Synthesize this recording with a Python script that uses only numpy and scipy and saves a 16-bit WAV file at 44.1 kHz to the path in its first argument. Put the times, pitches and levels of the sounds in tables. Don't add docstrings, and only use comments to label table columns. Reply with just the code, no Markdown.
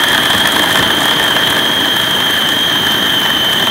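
import sys
import numpy as np
from scipy import signal
from scipy.io import wavfile
from scipy.ndimage import uniform_filter1d

SR = 44100
rng = np.random.default_rng(int(sys.argv[2]) if len(sys.argv) > 2 else 0)


def inscribe(sig):
    pcm = np.round(np.clip(np.atleast_2d(sig).T, -1, 1) * 32767)
    wavfile.write(sys.argv[1], SR, pcm.astype(np.int16))


def ratio_of_db(decibels):
    return 10 ** (np.asarray(decibels, float) / 20)


N = 163170
T = np.arange(N) / SR

# pitch_hz [Hz], width_hz [Hz], level_db [dB]
BOWL_TONES = [(122, 120, -6.5), (268, 161, 0.5), (642, 64, -5), (917, 221, -3.5), (1255, 253, -6.5),
              (1540, 146, -4), (1760, 135, 2.5), (2113, 67, -15), (2330, 340, -30), (3416, 314, -5),
              (4144, 180, -14)]
WALL_TONES_FROM_HZ = 550
BOWL_TOP_HZ = 4300
THUD_S = 0.0029


def level(x, db):
    return x * ratio_of_db(db) / np.sqrt(np.mean(x ** 2))


def band(x, hz, width_hz):
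    return signal.lfilter(*signal.iirpeak(hz, hz / width_hz, fs=SR), x)


def twice(x, hz, width_hz):
    wide_hz = 1.5 * width_hz
    return band(band(x, hz, wide_hz), hz, wide_hz)


def dull_plastic(x):
    return signal.lfilter(*signal.butter(3, BOWL_TOP_HZ, fs=SR), x)


def bowl_wall(x):
    tones = [tone for tone in BOWL_TONES if tone[0] > WALL_TONES_FROM_HZ]
    rung = sum((-1) ** k * ratio_of_db(db) * band(x, hz, width_hz) for k, (hz, width_hz, db) in enumerate(tones))
    return dull_plastic(rung)


def walk(rate):
    hold = int(SR / rate)
    steps = rng.standard_normal(N // hold + 1)[np.arange(N) // hold]
    return 1.293 * uniform_filter1d(uniform_filter1d(steps, hold), hold)


def burst(times, sizes, decay_s):
    kick = np.zeros(N)
    np.add.at(kick, np.clip((times * SR).astype(int), 0, N - 1), sizes)
    softened = signal.lfilter([.08], [1, -.92], kick)
    fade = np.exp(-1 / (decay_s * SR))
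    return signal.lfilter([1], [1, -fade], softened) * rng.standard_normal(N)


def motor(chop_db):
    # start_s [s], pitch_hz [Hz]
    gear_pitch = [(0, 3180), (.4, 3205), (.5, 3236), (.56, 3188), (.9, 3146), (1.03, 3172), (1.37, 3158),
                  (1.54, 3186), (1.76, 3205), (1.86, 3164), (2.24, 3172), (2.45, 3141), (2.6, 3179),
                  (2.79, 3168), (2.92, 3124), (3.08, 3144), (3.21, 3092), (3.7, 3130)]
    # times_shaft_speed [ratio], level_db [dB relative to the gear tone]
    shaft_tones = [
        (14, -34),
        (15, -22.5),
        (19, -21.5),
        (32, -27.5),
        (36, -57),
    ]
    teeth, shaft_turns_per_blade_turn = 16, 7.5
    mesh_hz = np.interp(T, *np.array(gear_pitch).T) + 15 * walk(45)
    shaft = 2 * np.pi * np.cumsum(mesh_hz) / SR / teeth
    blade = shaft / shaft_turns_per_blade_turn

    shake = signal.lfilter(*signal.butter(3, 140, fs=SR), rng.standard_normal((2, N)))
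    shake = level(shake * ratio_of_db(0.84 * chop_db), -3)
    shake = shake * (1 + 0.12 * np.cos(2 * blade))
    level_shake, timing_shake = shake

    flutter_db = 0.9 * ratio_of_db(2 * (chop_db - np.mean(chop_db))) * walk(50)
    tone = (ratio_of_db(flutter_db) + 0.5 * level_shake) * np.sin(teeth * shaft + timing_shake)
    side = sum(ratio_of_db(db + 2.5 * walk(18)) * np.sin(k * shaft + .5 * walk(30.26)) for k, db in shaft_tones)
    whine = level(tone + side, -15.5) * ratio_of_db(0.5 * T)
    return whine, blade


def hiss():
    housing_hz = [5000, 5850, 6200, 6520, 7700, 9750, 11200, 12400, 13450, 14300, 15150, 15680]
    # width_hz [Hz], level_db [dB], drift_db [dB per second]
    housing_tones = [(700, -14, -2.5), (120, -9, 1.5), (420, 0, 0.7), (180, -5.5, 0.5), (770, -9, 0),
                     (1340, -0.5, -1.3), (1111.1, -3, -5), (500, 0, 0.46), (450, -2, 0.5), (900, -9, -4),
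                     (600, -4, 1.1), (250, -1, -1.2)]
    air = np.zeros(N)
    for hz, (width_hz, db, drift_db) in zip(housing_hz, housing_tones):
        gain = ratio_of_db(db + drift_db * T + 0.67 * walk(10))
        air += gain * twice(rng.standard_normal(N), hz, width_hz)
    return level(air, -29)


def churn(blade, chop_db):
    swell = 1 + 0.15 * np.cos(2 * blade) + 0.14 * np.cos(blade)
    softening_db = chop_db - chop_db[0]
    rub = np.zeros(N)
    for hz, width_hz, db in BOWL_TONES:
        follow = 1.1 if hz < 180 else 1
        gain = ratio_of_db(db + 0.99 * walk(7.9) + follow * softening_db)
        rub += gain * band(rng.standard_normal(N), hz, width_hz)
    return level(dull_plastic(rub * swell), -15.5)


def chunks(blade, chop_db):
    count, tries_per_s = 4000, 480
    crack_s = .0012
    when, size, hue, luck, heavy = rng.random((count, 5)).T
    times = when * N / SR
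    at = (when * N).astype(int)
    chance = (1 + 0.26 * np.cos(2 * blade[at]) + .3 * np.cos(blade[at])) / 2
    lands = (luck < chance) & (np.arange(count) < tries_per_s * N / SR)
    size_db = np.minimum(-4.5 * np.log(size), 12)
    sizes = lands * ratio_of_db(size_db + 1.55 * chop_db[at])

    crack_hz = 4000 * 2 ** np.arange(0, 1.7, .33)
    pick = (hue * len(crack_hz)).astype(int)
    cracks = sum(band(burst(times, sizes * (pick == k), crack_s), hz, 0.39 * hz)
                 for k, hz in enumerate(crack_hz))
    thuds = bowl_wall(burst(times, sizes * heavy, THUD_S))
    return level(cracks, np.mean(chop_db) + 5.5) + level(thuds, -22.5)


def hits():
    # start_s [s], level_db [peak dB], pitch_hz [Hz of the crack],
    # thud_db [dB against the crack]
    blows = [(0.0348, -5, 10200, -2.5), (0.085, -9, 9700, -13), (0.1183, -10.5, 11000, -5),
             (0.1447, -9, 10400, -1), (0.177, -8.5, 9420, 2.5), (0.202, -18, 10200, 1),
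             (0.2329, -8.5, 10700, -4), (0.2545, -6, 10200, -2), (0.3012, -8, 9290, -3),
             (0.3305, -9.5, 10100, -1), (0.3471, -8.5, 10400, -1), (0.3793, -7.5, 9360, -8),
             (0.4011, -12, 9210, -1), (0.4542, -18.5, 10600, 12), (0.4724, -3, 11100, -8),
             (0.5203, -9, 10000, -18), (0.5622, -9, 13300, 4), (0.5932, -9.5, 11500, 0.5),
             (0.62, -10, 9450, -6), (0.6382, -9.5, 13400, 1), (0.6577, -13, 6610, -10),
             (0.6848, -17, 6580, -7), (0.7073, -10.5, 7950, 0), (0.726, -7, 9300, -24),
             (0.755, -4.5, 7650, -1), (0.7722, -7.5, 6500, -2), (0.8264, -11, 9300, -4),
             (0.9028, -14, 9650, 7.5),
             (1.0275, -15, 12800, -8), (1.0546, -5.5, 10200, -5), (1.0808, -11, 10100, 3),
                 (1.1096, -10, 7800, 0.5), (1.1954, -7.5, 10800, 1), (1.2806, -16, 10400, 2),
                 (1.3635, -10, 13300, 3), (1.4728, -13, 12400, 0), (1.505, -8.5, 9440, -4),
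                 (1.5247, -12, 13400, 2), (1.5903, -14.5, 6530, 2), (1.8539, -15.5, 12800, 5.5),
                 (1.9649, -11, 9460, 2), (1.9971, -18, 12700, 6.5), (2.1088, -13, 10000, -13),
                 (2.2022, -14, 12400, 3.5), (2.2869, -22, 12400, 3), (2.3059, -9, 12400, -14),
                 (2.4206, -20, 12400, 4), (2.4877, -7.5, 7020, -10), (2.5192, -16, 7660, -2),
                 (2.5623, -18, 13400, -7), (2.8663, -13, 8240, 2), (2.9185, -13.5, 12400, 1),
                 (3.2587, -19.5, 10100, 10.5), (3.3013, -12, 12400, 1), (3.4465, -14, 12400, -1),
                 (3.5306, -11, 7550, -4), (3.6242, -12.5, 10100, 1), (3.6694, -15.5, 12400, 3.5)]
    out = np.zeros(N)
    length = 1400
    age_s = np.arange(length) / SR
    rise = 1 - np.exp(-age_s / 0.0012)
    for start_s, db, hz, thud_db in blows:
        noise = rng.standard_normal((2, length))
        crack = band(noise[0] * rise * np.exp(-age_s / .0019), np.clip(0.91 * hz, 3000, 14000), 7600)
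        thud = bowl_wall(noise[1] * rise * np.exp(-age_s / THUD_S))
        crack = crack / np.abs(crack).max()
        thud = ratio_of_db(thud_db + 8.5) * thud / np.abs(thud).max()
        one = ratio_of_db(db) * (crack + thud)
        i = int(start_s * SR)
        out[i:i + length] += one[:N - i]
    return out


def lumps():
    # start_s [s], level_db [peak dB]
    knocks = [
        (0.098, -20),
        (0.279, -27),
        (0.332, -11),
        (0.78, -13.5),
        (1.199, -17),
        (3.599, -27),
    ]
    start_s, peak_db = np.array(knocks).T[:, :, None]
    age = np.clip(T - start_s, 0, None) / 0.013
    push = np.sum(ratio_of_db(peak_db) * age * np.exp(1 - age), axis=0)
    return push * level(band(rng.standard_normal(N), 122.3, 220), -3.5)


def kitchen(clatter):
    lag_s = np.arange(12000) / SR
    fade = 1000. ** (-lag_s / 0.22)
    tail = rng.standard_normal(12000) * fade * (lag_s > .004)
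    tail = tail / np.sqrt(np.sum(tail ** 2)) * ratio_of_db(-14.5)
    return signal.fftconvolve(clatter, tail)[:N]


def scene():
    # start_s [s], level_db [dB]
    chop = [
        (0, -36.5),
        (.75, -36),
        (1.0, -36),
        (1.5, -37),
        (1.9, -38.5),
        (2.8, -38.5),
        (3.7, -38.5),
    ]
    chop_db = np.interp(T, *np.array(chop).T)
    whine, blade = motor(chop_db)
    clatter = hiss() + churn(blade, chop_db) + chunks(blade, chop_db) + hits() + lumps()
    return (whine + clatter + kitchen(clatter))[None]


def band_limit(x):
    return signal.sosfilt(signal.butter(12, 15920, fs=SR, output="sos"), x)


def record(dry):
    low_cut_hz, top_hz, drive = 55, 15770, 1.15
    x = signal.sosfilt(signal.butter(4, low_cut_hz, "high", fs=SR, output="sos"), dry)
    x = np.tanh(drive * x) / drive
    x = signal.sosfilt(signal.ellip(14, .3, 70, top_hz, fs=SR, output="sos"), x)
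    return band_limit(x)


dry = scene()
out = record(dry)
inscribe(out)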